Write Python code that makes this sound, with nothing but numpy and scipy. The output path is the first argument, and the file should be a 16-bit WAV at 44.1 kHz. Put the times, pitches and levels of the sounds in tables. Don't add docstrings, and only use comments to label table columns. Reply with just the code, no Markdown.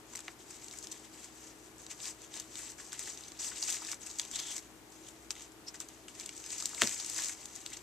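import sys
import numpy as np
from scipy import signal
from scipy.fft import rfft, irfft, next_fast_len
from scipy.io import wavfile
from scipy.ndimage import uniform_filter1d

SR = 44100
rng = np.random.default_rng(int(sys.argv[2]) if len(sys.argv) > 2 else 0)


def natural_amplitude(level_db):
    exponent = np.asarray(level_db, float) / 20
    return 10 ** exponent


def wrap_up_sound(samples):
    columns = np.atleast_2d(samples).T
    tamed = np.clip(columns, -1, 1)
    steps = np.round(tamed * 32767).astype(np.int16)
    wavfile.write(sys.argv[1], SR, steps)


N = 344862


def evened(x):
    return x / np.sqrt(np.mean(x ** 2) + 1e-20)


def read(points, hz):
    f, value = np.transpose(points)
    return np.interp(np.log(hz + 1), np.log(f + 1), value)


def colour(points):
    half = np.log(natural_amplitude(np.maximum(read(points, np.fft.rfftfreq(2048, 1 / SR)), -80)))
    full = np.concatenate([half, half[-2:0:-1]])
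    taps = np.fft.ifft(np.exp(np.conj(signal.hilbert(full)))).real[:1024]
    return taps / np.linalg.norm(taps)


def coloured(x, points):
    return signal.oaconvolve(x, colour(points)[None])[:, :x.shape[1]]


def resonate(x, hz, width):
    turn = np.exp(2j * np.pi * np.cumsum(hz * np.ones(x.shape[-1])) / SR)
    r = np.exp(-np.pi * width / SR)
    return 2 * (turn * signal.lfilter([1 - r], [1, -r], x / turn)).real


def add(mix, s, sound):
    part = mix[:, round(s * SR):][:, :sound.shape[1]]
    part += sound[:, :part.shape[1]]


def ports(streams, same, lean, lead):
    size = next_fast_len(N)
    hz = np.fft.rfftfreq(size, 1 / SR)
    first, second = rfft(streams, size)
    likeness = np.clip(read(same, hz), 0, 1)
    right_gain = natural_amplitude(-read(lean, hz))
    turn = np.exp(-1j * read(lead, hz))
    unlike = 1 - likeness ** 2
    middle = np.sqrt(abs(1 + right_gain * likeness * turn) ** 2 + right_gain ** 2 * unlike) / 2
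    right = right_gain * (likeness * turn * first + np.sqrt(unlike) * second)
    return irfft(np.array([first, right]) / middle, size)[:, :N]


# frequency [Hz], level [dB per Hz].
ROOM_AIR = [(24, -20), (40, 0.5), (69, -8.5), (163, -8), (259, -3.5), (340, 0.5), (529, -9), (729, -7.5),
            (1640, -13.5), (4390, -20), (7540, -23), (9410, -23), (14300, -25)]
# frequency [Hz], level [dB], width of its wavering [Hz].
MOTOR_LINES = [(59.5, -72, 1.5), (119.9, -73, 2.5), (213, -78, 3), (238, -79, 3), (297, -77, 3),
               (318.1, -63, 2.2), (370, -77, 3), (397, -77, 3), (427.5, -73, 6.0)]
# frequency [Hz], likeness [0 to 1].
AIR_SAME = [(60, 0.24), (130, 0.22), (290, 0.99), (640, 0.48), (1400, 0.37), (3090, 0.051), (6790, 0.07),
            (14900, 0.02)]
# frequency [Hz], left-right difference [dB].
AIR_LEAN = [(60, 3.1), (180, 3.1), (550, 4.4), (1640, 5.1), (4950, 3.2), (14900, 1.1)]


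def refrigerator():
    size = next_fast_len(N)
    hz = np.fft.rfftfreq(size, 1 / SR)
    response = natural_amplitude(read(ROOM_AIR, hz)) * np.minimum(hz / 70, 1) ** 2
    air = irfft(rfft(rng.standard_normal((2, size))) * response, size)
    out = natural_amplitude(-58) * evened(air[:, :N])
    t = np.arange(N) / SR
    for line_hz, db, width in MOTOR_LINES:
        waver = 0.05 * evened(resonate(rng.standard_normal(N), line_hz, width))
        out += natural_amplitude(db) * (np.sin(2 * np.pi * line_hz * t) + waver)
    return ports(out, AIR_SAME, AIR_LEAN, lead=[(1, 0), (2, 0.02)])


def clumps(clump_s):
    return evened(uniform_filter1d(uniform_filter1d(rng.standard_normal(N), round(clump_s * SR)), 40))


def slips(per_s, spread_db, swell_db):
    size = natural_amplitude(spread_db * np.minimum(rng.exponential(1, N), 5) + swell_db)
    happens = rng.random(N) < per_s / SR
    return evened(size * happens * rng.standard_normal((2, N)))


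def strokes(rows, follows):
    t = np.arange(0, N / SR + 0.01, 0.001)
    s, db, swell, fade = np.transpose(rows)[:, :, None]
    away = np.where(t < s, (s - t) / np.maximum(swell, 0.003), (t - s) / np.maximum(fade, 0.003))
    peak_db = follows * (db + 55) - 55
    power = natural_amplitude(peak_db - 10.5 * away ** 1.42) ** 2
    return np.interp(np.arange(N) / SR, t, power.sum(0))


# frequency
# [Hz], level [dB per Hz].
FIZZ = [(2060, -29), (3500, -13.5), (5640, -4.5), (6250, 0), (6950, -1), (7750, 0.5), (9910, -16),
        (14000, -23), (14900, -78), (15400, -96)]
# frequency [Hz], level [dB per Hz].
BODY = [(290, -53), (500, -13), (874, -8), (1120, -9), (1240, -8.5), (1510, -12.5), (1780, -5.5), (3710, 0),
        (5000, -9.5), (6500, -21.5), (11000, -120)]
PATCH_HZ = [300, 1400, 2600, 4200, 5800, 7000, 8600, 15500]
# peak time [s], fizz level [dB], swell [s], fade [s].
TEARS = [(0.4, -59.5, .02, 0.067), (0.513, -53.5, 0.053, 0.18), (0.73, -54.5, 0.15, 0.32),
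         (0.845, -49, 0.033, 0.0093), (1.469, -55.5, 0.18, 0.091), (1.65, -63, 0.1, .14),
         (1.802, -55, 0.013, 0.094), (2.077, -40, 0.073, 0.042), (2.588, -48, 0.088, 0.096),
         (2.7, -49, 0.12, .035), (2.796, -51, .02, 0.15), (3.005, -43, 0.017, 0.069),
         (3.075, -44, 0.035, 0.076), (3.396, -43, .006, 0.044), (3.448, -40.5, 0.045, 0.071),
         (3.698, -36.5, 0.11, 0.097), (4.035, -49, 0.03, 0.02), (4.071, -49.5, 0.026, 0.18),
         (4.358, -43.5, 0.056, 0.13), (4.5, -46, 0.088, 0.079), (4.568, -45, 0.058, 0.03),
         (4.93, -63.5, 0.014, 0.42), (6.53, -44, 0.11, 0.2), (6.68, -47.5, .1, 0.25),
         (6.854, -38.5, 0.04, 0.098), (7.0, -45, 0.25, 0.18), (7.134, -49, 0.14, 0.14),
         (7.25, -38.5, 0.19, 0.085), (0.135, -56, .012, .005), (0.245, -56, .006, 0.036),
         (3.487, -44, 0.013, 0.013), (3.79, -52, 0.014, 0.018), (4.47, -45, .008, .008),
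         (4.515, -45, .015, .015), (6.545, -49, 0.015, .03), (6.93, -48, .015, .015),
         (7.185, -36.5, 0.019, .012), (7.205, -42, .012, 0.021), (7.33, -43, .015, 0.0091),
         (7.4, -54, 0.04, 0.21), (7.56, -53, 0.062, 0.16)]
# peak time [s], fizz level [dB], swell [s], fade [s].
CHEWS = [(0.162, -57.5, 0.093, 0.087), (0.287, -60, 0.076, 0.05), (0.93, -55, 0.04, 0.099),
         (1.05, -56.5, 0.026, .03), (1.14, -56.5, 0.019, 0.12), (1.253, -56.5, 0.1, 0.043),
         (1.908, -48.5, 0.013, 0.037), (2.239, -57, 0.076, 0.038), (2.361, -46.5, 0.045, 0.077),
         (2.931, -49, 0.015, 0.075), (3.25, -55.5, 0.18, 0.17), (3.57, -47.5, 0.055, 0.063),
         (3.84, -51.5, 0.078, 0.096), (3.89, -46, 0.055, 0.053), (3.925, -43, 0.019, 0.012),
         (4.198, -48, 0.019, 0.079), (4.4, -49, .06, .05), (4.51, -48, .04, .04), (4.63, -62.5, .03, 0.093),
         (5.078, -61.5, 0.082, 0.041), (5.314, -62, 0.025, 0.088), (5.42, -52.5, 0.062, 0.049),
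         (5.687, -56.5, 0.02, 0.026), (5.751, -51, 0.01, .02), (5.813, -51, 0.014, 0.035),
         (5.9, -65, 0.066, 0.24), (6.09, -55, 0.011, 0.029), (6.204, -51, 0.06, 0.084),
         (6.36, -55, 0.11, 0.087), (6.822, -39, 0.032, 0.03), (7.732, -51.5, 0.11, 0.073)]


def rubbing():
    at_rest = natural_amplitude(-69)
    fizz_gain = np.sqrt(strokes([*TEARS, *CHEWS], 0.94) + at_rest ** 2)
    tear_body = natural_amplitude(-6.5) * np.sqrt(strokes(TEARS, 0.91))
    chew_body = natural_amplitude(-3) * np.sqrt(strokes(CHEWS, 0.91))
    body_gain = np.hypot(tear_body, chew_body)

    shared, drive = clumps(0.0173), 0
    for low, high in zip(PATCH_HZ, PATCH_HZ[1:]):
        swell_db = 1.1 * shared + 2.2 * clumps(0.005) + 0.9 * clumps(0.05)
        patch = slips(4500, spread_db=2.2, swell_db=swell_db)
        band = signal.butter(2, [low, high], "bandpass", fs=SR, output="sos")
        drive = drive + signal.sosfilt(band, patch)
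    loose_ticks = slips(300, spread_db=2.6, swell_db=2 * shared)
    drive = evened(drive) + natural_amplitude(-13) * loose_ticks
    return evened(coloured(drive, FIZZ)) * fizz_gain + evened(coloured(drive, BODY)) * body_gain


# start [s], peak level [dB], t60 [ms].
CRACKS = [(0.1577, -27.5, 4), (0.645, -37.5, 6.5), (0.788, -34, 6), (0.9159, -34.5, 7), (0.9198, -28.5, 3),
          (2.4, -25, 3.5), (2.591, -33, 8), (2.994, -23, 5.5), (3.283, -39, 14), (3.6764, -36, 9),
          (3.7079, -30, 8), (3.917, -25.5, 8.2), (3.944, -33.5, 8.8), (4.0182, -41, 10), (4.067, -34, 2.7),
          (4.2163, -31, 13), (4.3138, -32.5, 12), (4.4008, -27, 2.4), (5.8035, -28, 4), (5.888, -38, 4.97),
          (6.152, -43.5, 4), (6.2613, -31, 7), (6.378, -33.5, 15), (6.5825, -32, 5.8), (6.6086, -28, 3.7),
          (7.099, -26.5, 4.3), (7.4566, -32, 11), (7.5545, -37, 29), (7.5616, -32.5, 6.9),
          (0.2053, -38, 5.6), (0.728, -36, 6), (0.828, -36, 4), (1.783, -43.5, 5), (2.219, -39, 6),
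          (2.356, -36, 3.6), (2.703, -38, 5), (2.72, -38, 4), (2.866, -39, 4), (3.652, -31, 5),
          (3.69, -30, 5), (3.702, -24, 5), (3.851, -38, 2.7), (3.925, -33, 7.9), (4.064, -35, 4.8),
          (4.565, -28.5, 2.3), (4.581, -30, 7.7), (6.366, -38, 5), (6.528, -36, 9), (6.463, -34, 8),
          (6.945, -29, 6), (3.73, -28, 5), (3.744, -27, 6), (3.757, -31, 4), (6.693, -33, 5),
          (7.063, -31, 9.1), (7.163, -28, 6), (7.185, -27, 8), (7.237, -27, 6), (7.285, -27.5, 6)]
# start [s], peak level [dB], knock relative [dB], knock [Hz].
TICKS = [(0.684, -36, -10, 4260), (0.712, -39, -2, 3850), (0.8712, -35.5, 6, 4600),
         (1.8656, -37, 1.5, 3830), (2.0032, -45, 8, 3830), (2.056, -33, -1, 4310), (2.341, -37, 1, 3770),
         (2.556, -38, 6, 3770), (2.9216, -43, 8, 3800), (3.2375, -46, 8, 3900), (3.32, -40, -1, 4100),
         (3.6268, -29, -6, 4700), (3.7253, -25, -12, 3900), (4.1011, -38, -4, 4310), (4.113, -35, -6, 4260),
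         (4.567, -30, -8, 4460), (5.6856, -40, 3, 5300), (5.354, -43, 0, 3300), (5.52, -47.5, -6, 4000),
         (5.7567, -38.5, -1, 4780), (6.1989, -33.5, -4, 4630), (6.2928, -36, 0, 4400),
         (6.3514, -47, 2, 3880), (6.625, -29, -3, 4500), (6.7475, -32, -2, 3600), (6.835, -22.5, 3.5, 3600),
         (7.0471, -32, -3, 4780), (7.663, -28, -3, 4070), (2.374, -38, -3, 3500), (3.175, -40, 2, 4200),
         (3.559, -44, 6, 4800), (3.869, -43, 11, 4400), (5.328, -50, 4, 3300), (6.505, -34.5, -5, 5000)]
# start [s], peak level [dB], knock relative [dB], knock [Hz].
KNOCKS = [(0.1358, -36.5, -8, 1010), (0.1915, -33, -7, 1850), (0.2814, -44, 12, 1900),
          (0.283, -54, 12, 950), (2.93, -29.5, -4.5, 1740), (3.2089, -36, -16, 1210), (3.931, -41, 4, 1300),
          (3.931, -40, 5.5, 2100), (4.071, -33.5, -7, 2200), (4.251, -33, -20, 2780),
          (4.581, -39, -1, 2200), (5.3071, -44, 10, 2440), (5.818, -41, -7, 3320),
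          (6.0834, -39.5, 2.5, 2800), (6.4003, -37.5, -11, 1660), (6.78, -45.5, 8.5, 2300),
          (6.797, -48, 9, 1500), (6.7335, -44.5, 5, 1400), (6.625, -46, 7, 1250), (3.691, -38, 6, 2600),
          (5.807, -49, 6, 1200), (2.6, -50, 7, 2200), (2.803, -48, 6, 2100), (5.902, -53, 6, 2800),
          (5.07, -49, 5, 3100), (6.292, -41.5, 6, 2460), (4.456, -46, 7, 2600), (3.769, -38, 3, 2400),
          (6.441, -39, 1.5, 3000), (7.43, -43.5, 0, 2900)]
# start [s], peak level [dB], knock relative [dB], knock [Hz].
CRUNCHES = [(0.508, -36.5, -17, 2350), (0.7376, -40, -3.5, 2000), (0.9248, -38, -5, 3640),
            (1.2444, -40.5, -8, 2120), (1.9136, -37.5, -5, 2910), (2.787, -50.5, 8, 1800),
            (3.075, -50, 12.5, 1880), (3.4455, -31, -11, 3060), (3.5178, -49, 10.5, 1580),
            (3.821, -37.5, -2, 1120), (4.1885, -29.5, -19, 2970), (4.359, -29, -2, 4080),
            (4.3943, -38, 6.5, 4410), (4.922, -46, -15, 900), (5.086, -41.5, -4, 3200),
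            (5.313, -34, -22, 4050), (5.422, -39.5, -13, 3580), (5.7437, -39.5, -1.5, 1800),
            (6.2097, -38.5, -4, 2830), (6.6015, -34, -3, 4590), (7, -37.5, 9.5, 4840),
            (7.2951, -30, -5, 2150), (7.734, -36.5, -1.5, 3500), (7.77, -35.5, -11, 4780)]
# start [s], peak level [dB], knock relative [dB], knock [Hz].
PICKS = [(0.1525, -34, -1, 2000), (0.1688, -33, -10, 3000), (0.175, -35, -8, 3000), (0.2815, -50, 5, 4200),
         (2.595, -46, 6, 1900), (2.8, -48, 8, 1400), (2.995, -42, 6, 2000), (3.6955, -26, -8, 4500),
         (3.849, -33, -6, 4450), (3.926, -31, -12, 5000), (4.197, -22, 3.5, 3900), (4.3575, -30, 0, 4340),
         (4.469, -32, -10, 5000), (5.3065, -25, -1, 4600), (5.3095, -33, -3, 4500), (5.365, -51, 9, 2100),
         (5.397, -43, -4, 3000), (5.408, -40, -3, 2500), (6.6567, -19, -6, 4500), (6.8145, -20, -4, 2400),
         (6.8242, -24, -2, 2500), (6.828, -27, 3, 2600), (6.8305, -25, -8, 4500), (6.8415, -24, -6, 2000),
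         (6.847, -27, -6, 3000), (6.855, -33, 3, 2500), (6.869, -29, -6, 1800), (6.8733, -25, 2, 5600),
         (6.8736, -36, 6, 2000), (4.1865, -29, -2, 6800), (6.8933, -24, -10, 2400), (7.146, -31, -12, 5000),
         (7.182, -26, -12, 5000), (7.189, -40, 10, 1950), (7.221, -30, -12, 5000), (7.2465, -28, -10, 5000),
         (7.258, -28, -10, 5000)]


def snap_rows():
    rows = [(s, db, -17.5, 3900, 0.88, ms / 1000) for s, db, ms in CRACKS]
    for kind, rise_ms, t60 in [(TICKS, 0.67, 0.0074), (KNOCKS, 0.65, 0.011),
                               (CRUNCHES, 1.74, 0.033), (PICKS, 0.2, 0.0065)]:
        rows += [(*row, rise_ms, t60) for row in kind]
    return rows


def snaps():
    out, t = np.zeros((2, N)), np.arange(-300, 1800) / SR
    for s, db, knock_db, hz, rise_ms, t60 in snap_rows():
        rise = natural_amplitude(6 * t * 1000 / max(rise_ms, 0.05))
        rustle = 0.08 * natural_amplitude(-60 * t / 0.03)
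        fall = natural_amplitude(-60 * t / np.clip(t60, 0.002, 0.2)) + rustle
        burst = rng.standard_normal((2, len(t))) * np.where(t < 0, rise, np.minimum(fall, 1))
        blow = (t == 0) * min(0.035 / t60, 4.5)
        strike = 0.83 * burst - 1.06 * blow
        burst = burst - 0.43 * blow

        sharp_edge = 0.039 * np.gradient(burst, axis=1)
        crack = coloured(burst, FIZZ) + sharp_edge
        modes = resonate(strike, hz, 0.39 * hz) + 0.3 * resonate(strike, 1.9 * hz, 0.38 * hz)
        knock = evened(resonate(modes, hz, 1.16 * hz))
        whole_panel = 0.2 * min(1800 / hz, 1) ** 2
        knock = knock + whole_panel * evened(coloured(burst, BODY))
        snap = crack / abs(crack[0]).max() + natural_amplitude(knock_db) * knock / abs(knock[0]).max()
        add(out, s + t[0], natural_amplitude(db) * snap)
    no_bass = signal.butter(3, 700, "highpass", fs=SR, output="sos")
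    return signal.sosfilt(no_bass, out)


# time [s], level [dB], pitch [Hz].
SQUEAKS = [
    [(4.32, -53, 3430), (4.355, -46, 3400), (4.375, -61, 3400), (4.393, -47, 3300), (4.417, -50, 3400),
     (4.44, -53, 3350), (4.486, -53, 3270), (4.518, -47, 3300), (4.57, -73, 3400)],
    [(5.66, -70, 5200), (5.672, -52, 5200), (5.684, -46, 5300), (5.697, -50, 5600), (5.705, -66, 5600)],
    [(3.623, -60, 4900), (3.627, -32, 4800), (3.632, -58, 4600)],
]


def squeaks():
    out = np.zeros((2, N))
    drive = slips(4000, spread_db=1.8, swell_db=1.8 * clumps(0.01))
    for rows, width in zip(SQUEAKS, [540, 900, 600]):
        s, db, hz = np.transpose(rows)
        t = np.arange(s[0], s[-1], 1 / SR)
        pitch = np.interp(t, s, hz)
        tone = drive[:, round(s[0] * SR):][:, :len(t)]
        tone = resonate(resonate(tone, pitch, width), pitch, 2 * width)
        gain = natural_amplitude(np.interp(t, s, db) + 1.2) * signal.windows.tukey(len(t), 0.2)
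        add(out, s[0], gain * evened(tone))
    return out


# frequency [Hz], level [dB per Hz].
SLAP = [(300, -18), (800, -12), (1700, 1.5), (3700, -5), (5540, -11.5), (7450, -4.5), (11800, -27),
        (14500, -21.5)]
# start [s], level [dB], air cushion pitch [Hz], t60 [s].
PUFFS = [
    (6.823, -36, 247, 0.064),
    (6.83, -39, 420, 0.04),
    (6.82, -37.5, 600, 0.025),
    (6.822, -50, 105, 0.14),
]


def drop():
    out, t = np.zeros((2, N)), np.arange(8000) / SR
    fall = natural_amplitude(-60 * t / 0.0095) + 0.265 * natural_amplitude(-60 * t / 0.061)
    rattle = 0.08 * rng.standard_normal((2, len(t))) * fall
    blow = t == 0
    slap = signal.fftconvolve(rattle - blow, colour(SLAP)[None])
    add(out, 6.8194, natural_amplitude(-5) * slap / abs(slap[0]).max())
    for s, db, hz, t60 in PUFFS:
        push = rng.standard_normal((2, len(t))) * natural_amplitude(-60 * t / t60) * (1 - np.exp(-t / 0.004))
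        puff = resonate(resonate(push, hz, 0.82 * hz), hz, 0.82 * hz)
        add(out, s, natural_amplitude(db + 5) * puff / abs(puff[0]).max())
    return signal.sosfilt(signal.butter(2, 75, "highpass", fs=SR, output="sos"), out)


# frequency [Hz], t60 [s].
KITCHEN = [(300, 0.15), (2000, 0.066), (8000, 0.03), (15000, 0.17)]


def kitchen(x):
    hz, t, z = signal.stft(rng.standard_normal((2, SR // 2)), SR, nperseg=256)
    fall = natural_amplitude(-60 * t / read(KITCHEN, hz)[:, None])
    tail = signal.istft(z * fall, SR, nperseg=256)[1]
    tail = np.pad(tail, ((0, 0), (150, 0)))
    return signal.fftconvolve(x, tail / np.linalg.norm(tail[0]), axes=1)[:, :N]


# frequency [Hz], likeness [0 to 1].
CARD_SAME = [(200, .97), (1700, .9), (2800, .97), (4800, .65), (6000, .62), (6900, .45), (8000, .6),
             (11500, .3)]
# frequency [Hz], left-right difference [dB].
CARD_LEAN = [(300, 3.4), (3000, 1.6), (4800, 1.5), (5900, -2), (6900, 3.5), (7900, 16), (9200, 11.5),
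             (14500, 21)]
# frequency [Hz], lead [radians].
CARD_LEAD = [(300, 0), (5000, -.2), (6000, -.2), (6900, 1.2), (7900, 0), (10000, -1.1), (14000, -1.3)]


def scene():
    card = rubbing() + snaps() + squeaks() + drop()
    card = card + natural_amplitude(-7.5) * kitchen(card)
    return ports(card, CARD_SAME, CARD_LEAN, CARD_LEAD) + refrigerator()


# time [s], peak level [dB].
TIPS = [(0.156, -60), (2.3979, -70), (2.9292, -64), (2.9934, -81), (3.2081, -79), (3.6257, -56),
        (5.3058, -67), (5.6835, -86), (5.7433, -85), (5.8017, -54), (5.8174, -74), (5.886, -76),
        (6.0821, -75), (6.5819, -77), (6.6553, -58), (6.8179, -49), (7.661, -68)]


def tips(edge):
    half_s = 0.0016
    t, opened = np.linspace(-3, 3, round(6 * half_s * SR)), np.zeros((1, N))
    for s, db in TIPS:
        add(opened, s - half_s, natural_amplitude(db + 1) * np.exp(-t ** 2)[None])
    thinning = signal.butter(12, 14800, fs=SR, output="sos")
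    hiss = signal.sosfilt(thinning, rng.standard_normal(N))
    top = evened(hiss - signal.oaconvolve(hiss, edge, "same"))
    return opened * top * [[1], [0.1]]


def roll_off(x):
    return signal.sosfilt(signal.butter(12, 16700, fs=SR, output="sos"), x)


def record(dry):
    edge = signal.firwin(1023, 14330, window=("kaiser", 9), fs=SR)
    limited = signal.oaconvolve(dry, edge[None], "same")
    return roll_off(limited + tips(edge))


dry = scene()
out = record(dry)
wrap_up_sound(out)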